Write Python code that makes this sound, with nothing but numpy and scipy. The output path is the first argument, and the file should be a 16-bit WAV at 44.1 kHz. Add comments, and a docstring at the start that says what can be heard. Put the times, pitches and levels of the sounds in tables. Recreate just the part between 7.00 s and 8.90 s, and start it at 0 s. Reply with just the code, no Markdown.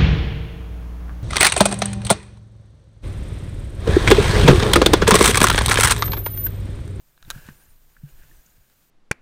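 """A faint wash of calm water and hiss, then a fly line ticking and snapping against the rod.
We are at the water's edge in open air, the line drawn through the fingers close to a body-worn camera.
Each strike cracks and rings briefly; between strikes, line and sleeve rub softly and the line squeaks.
The moving arm bumps the camera and stirs a low rumble. A thin electronic whine lies under it all."""
import sys
import numpy as np
from scipy import signal
from scipy.fft import rfft, irfft
from scipy.io import wavfile

SR = 44100
rng = np.random.default_rng(int(sys.argv[2]) if len(sys.argv) > 2 else 0)


def wav_record(signal):
    """Record a signal, one row per channel, as 16-bit PCM in the file named by sys.argv[1]."""
    frames = np.transpose(np.atleast_2d(signal))
    bounded = np.clip(frames, -1, 1)
    # unit amplitude maps onto the largest positive 16-bit level
    quanta = np.round(bounded * 32767).astype(np.int16)
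    wavfile.write(sys.argv[1], SR, quanta)


N = 83790
TOP_HZ = 15850  # upper limit of the camera's sound


def undb(db):
    """Decibels to gain."""
    return 10 ** (np.asarray(db) / 20)


def unit(x):
    """Scale to rms 1."""
    return x / np.sqrt(np.mean(x ** 2))


def curve(rows):
    """Gain over time through points of seconds and dB."""
    return undb(np.interp(np.arange(N) / SR, *np.array(rows).T))


def colour(x, rows):
    """Filter through points of Hz and dB, then scale to rms 1."""
    hz, db = np.array(rows).T
    f = np.maximum(np.fft.rfftfreq(N, 1 / SR), 1)
    gain = undb(np.interp(np.log(f), np.log(hz), db))
    return unit(irfft(rfft(x) * gain, N))


def band(hz, width_hz):
    """Noise in one resonance, at rms 1; centred on 0 Hz it is a random wander."""
    f = np.fft.rfftfreq(N, 1 / SR)
    return unit(irfft(rfft(rng.standard_normal(N)) / (1 + ((f - hz) / (width_hz / 2)) ** 2), N))


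def fade(t, t60):
    """Exponential decay, 60 dB down after t60 seconds."""
    return np.exp(-np.log(1000) * t / t60)


def knocks(rows, attack_cycles=0.47):
    """Soft contacts, each answered by one damped mode that swells within a cycle."""
    out = np.zeros(N)
    for start, hz, db, t60 in rows:
        t = np.maximum(np.arange(N) / SR - start, 0)
        attack = 1 - np.exp(-(t * hz / attack_cycles) ** 2)
        out += undb(db) * np.sin(2 * np.pi * hz * t) * fade(t, t60) * attack
    return out


def water_and_whine():
    """Faint water wash and hiss with a thin electronic whine; all swell and sink together."""
    # Each row: time in seconds, level in dB.
    levels = [(0, -64.5), (.2, -66), (.32, -54), (.5, -58), (.62, -60), (.8, -63.5), (1.02, -64),
              (1.09, -59), (1.3, -60), (1.46, -61), (1.65, -65.5), (1.9, -64.5)]
    # The wash and hiss. Each row: frequency in Hz, relative level in dB.
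    spectrum = [(30, 8), (140, 15), (250, 9.5), (500, 5.5), (1300, 3), (2200, 1.5), (5000, -1), (9000, 0),
                (12000, -2), (14700, 0), (16000, 0)]
    # Narrow noise bands of the whine. Each row: centre in Hz, width in Hz, level in dB against the wash.
    whine_bands = [(6810, 47, -18), (10480, 64, -19)]
    waver_db, tone_db, tone_hz = 1.02, -5.5, 13714
    t = np.arange(N) / SR
    wash = undb(waver_db * band(0, width_hz=20)) * colour(rng.standard_normal(N), spectrum)
    tone = undb(tone_db) * np.sqrt(2) * np.sin(2 * np.pi * tone_hz * t)
    whine = tone + sum(undb(db) * band(hz, width) for hz, width, db in whine_bands)
    return curve(levels) * (wash + whine)


def arm_rumble():
    """Air and arm movement make slow pressure swings right on the microphone."""
    # Each row: time in seconds, level in dB.
    levels = [(0, -60), (.18, -60), (.25, -45), (.34, -39), (.42, -52.5), (.52, -46), (.6, -55),
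              (.8, -53.5), (.94, -60.5), (1.02, -45.5), (1.09, -63), (1.14, -45), (1.28, -48), (1.4, -49),
              (1.48, -62), (1.6, -53.5), (1.68, -70), (1.9, -57.5)]
    # Each row: frequency in Hz, relative level in dB.
    spectrum = [(8, -2), (20, 4.5), (35, -10), (55, -11.5), (100, -23), (145, -17), (200, -36.5),
                (400, -42), (1000, -76)]
    return curve(levels) * colour(rng.standard_normal(N), spectrum)


def camera_bumps():
    """The arm nudges the camera, which answers with low, dull thuds."""
    # Each row: start in seconds, pitch in Hz, level in dB, 60 dB decay time in seconds.
    bumps = [(.275, 108.6, -25.5, 0.037), (.279, 300, -42.5, 0.053), (.359, 122.4, -19, 0.036),
             (.381, 142, -31, 0.047), (.456, 80.5, -26, 0.034), (.486, 186, -19, 0.02),
             (.498, 143.6, -39, 0.11), (.68, 85.5, -39, 0.045), (1.0335, 143, -26, 0.13),
             (1.311, 330, -54.5, 0.087), (1.58, 85.4, -44, 0.064)]
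    return knocks(bumps)


def rubbing():
    """Line and sleeve rub close by: fine friction with catches and surges, swelling with each pull."""
    # Each row: time in seconds, level in dB.
    levels = [(0, -88), (.16, -78), (.27, -62.5), (.33, -55.5), (.38, -53.5), (.44, -55.5), (.47, -56.5),
              (.5, -53.5), (.56, -68), (.66, -67), (.78, -79), (1.03, -75.5), (1.09, -61.5), (1.14, -73),
              (1.23, -60.5), (1.33, -70.5), (1.44, -73), (1.68, -73.5), (1.9, -85.5)]
    # Each row: frequency in Hz, relative level in dB.
    spectrum = [(200, -13.5), (500, -6), (1200, -11), (1600, 5), (2000, -10), (2800, -5.5), (3400, -15.5),
                (7000, -17), (11000, -17), (16000, -51)]
    catches_per_s, catch_gain, surge_db = 900, 0.57, 2.13
    catches = (rng.random(N) < catches_per_s / SR) * rng.standard_normal(N)
    surges = undb(surge_db * band(0, width_hz=90))
    friction = rng.standard_normal(N) + catch_gain * unit(catches)
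    return curve(levels) * surges * colour(friction, spectrum)


def line_squeaks():
    """Tiny high squeaks as the line slips, each a brief swell of narrow noise."""
    # Each row: peak time in seconds, pitch in Hz, level in dB, half-length in seconds.
    squeaks = [(.17, 4170, -63, 0.0025), (0.252, 3720, -59, 0.0045), (0.383, 3940, -60, 0.004),
               (.468, 3740, -54, 0.0036), (.469, 7100, -55.5, 0.0031), (0.58, 9550, -66, 0.031),
               (0.612, 9450, -62.5, 0.013), (0.64, 11800, -63.5, 0.015), (0.654, 7200, -67.5, 0.0073),
               (0.7, 9260, -66, 0.021), (1.368, 8300, -68, 0.018), (1.377, 6100, -73, 0.073),
               (1.4656, 6250, -56, 0.0017), (1.4625, 7140, -55, 0.0018), (1.501, 6760, -64.5, .009)]
    out, t = np.zeros(N), np.arange(N) / SR
    for peak, hz, db, half_length in squeaks:
        swell = np.exp(-((t - peak) / half_length) ** 2)
        out += undb(db) * swell * band(hz, width_hz=.11 * hz)
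    return out


def line_taps():
    """The line touches lightly, each tap a short pitched tick."""
    # Each row: start in seconds, pitch in Hz, level in dB, 60 dB decay time in seconds.
    taps = [(.2265, 1350, -43, 0.024), (.3165, 1340, -30, 0.016), (.349, 1470, -43, 0.038),
            (.36, 960, -47, .016), (.4872, 1844, -37.5, 0.022), (.4878, 1060, -38, 0.016),
            (.4915, 1580, -34.5, 0.016), (.9665, 1540, -40, 0.017), (.9695, 1670, -45, .016),
            (1.313, 1783, -49, 0.033)]
    return knocks(taps)


def line_snaps():
    """Close up, the line hits the rod and rebounds: a crack and a short ring, duller on soft strikes."""
    # Each row: start in seconds, level in dB, treble corner in Hz.
    strikes = [(0.177, -21.5, 1000), (0.2264, -16.5, 3050), (0.2487, -29.5, 3800), (.30265, 0, 19000),
               (.30838, -4, 11500), (.31165, -12, 8500), (0.3152, -17, 5000), (0.4674, -28, 6000),
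               (.4875, -14, 900), (1.699, -36.5, 4000)]
    # The modes every strike rings. Each row: pitch in Hz, level in dB, 60 dB decay time in seconds.
    modes = [(1315, -43, 0.028), (1620, -20.5, 0.013), (1860, -39.5, 0.037), (2580, -30.5, 0.009),
             (3100, -37.5, 0.018), (3920, -18.5, 0.0075), (4540, -23, 0.0027), (5440, -30, .0074),
             (6150, -24, 0.0062), (6700, -25, 0.0086), (7690, -24.5, 0.0036), (8790, -29.5, 0.0067),
             (10940, -22, 0.0041), (14900, -19, 0.0017)]
    crack_db, bass_lag_s, low_cut_hz = -33.5, 0.00069, 1180
    out, t = np.zeros(N), np.arange(SR // 10) / SR
    ring = sum(undb(db) * np.sin(2 * np.pi * hz * t) * fade(t, t60) for hz, db, t60 in modes)
    for start, db, corner_hz in strikes:
        crack = undb(crack_db) * rng.standard_normal(len(t)) * fade(t, t60=0.0077)
        soften = signal.butter(1, corner_hz, fs=SR)
        strike = undb(db) * signal.lfilter(*soften, ring + crack)
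        i = int(start * SR)
        out[i:i + len(t)] += strike[:N - i]
    f = np.fft.rfftfreq(N, 1 / SR)
    lag = np.exp(-2j * np.pi * bass_lag_s * f * (1 - f / (2 * TOP_HZ)))  # lows arrive a moment later
    low_cut = 1j * f / (1j * f + low_cut_hz)
    return irfft(rfft(out) * lag * low_cut, N)


def scene():
    """All sources at one body-worn microphone, in open air beside the water."""
    contacts = line_snaps() + line_taps() + camera_bumps()
    sliding = rubbing() + line_squeaks()
    return (contacts + sliding + arm_rumble() + water_and_whine())[None]


def record(dry):
    """The camera cuts the top treble steeply."""
    return signal.sosfilt(signal.ellip(10, .2, 80, TOP_HZ, fs=SR, output="sos"), dry)


dry = scene()
out = record(dry)
wav_record(out)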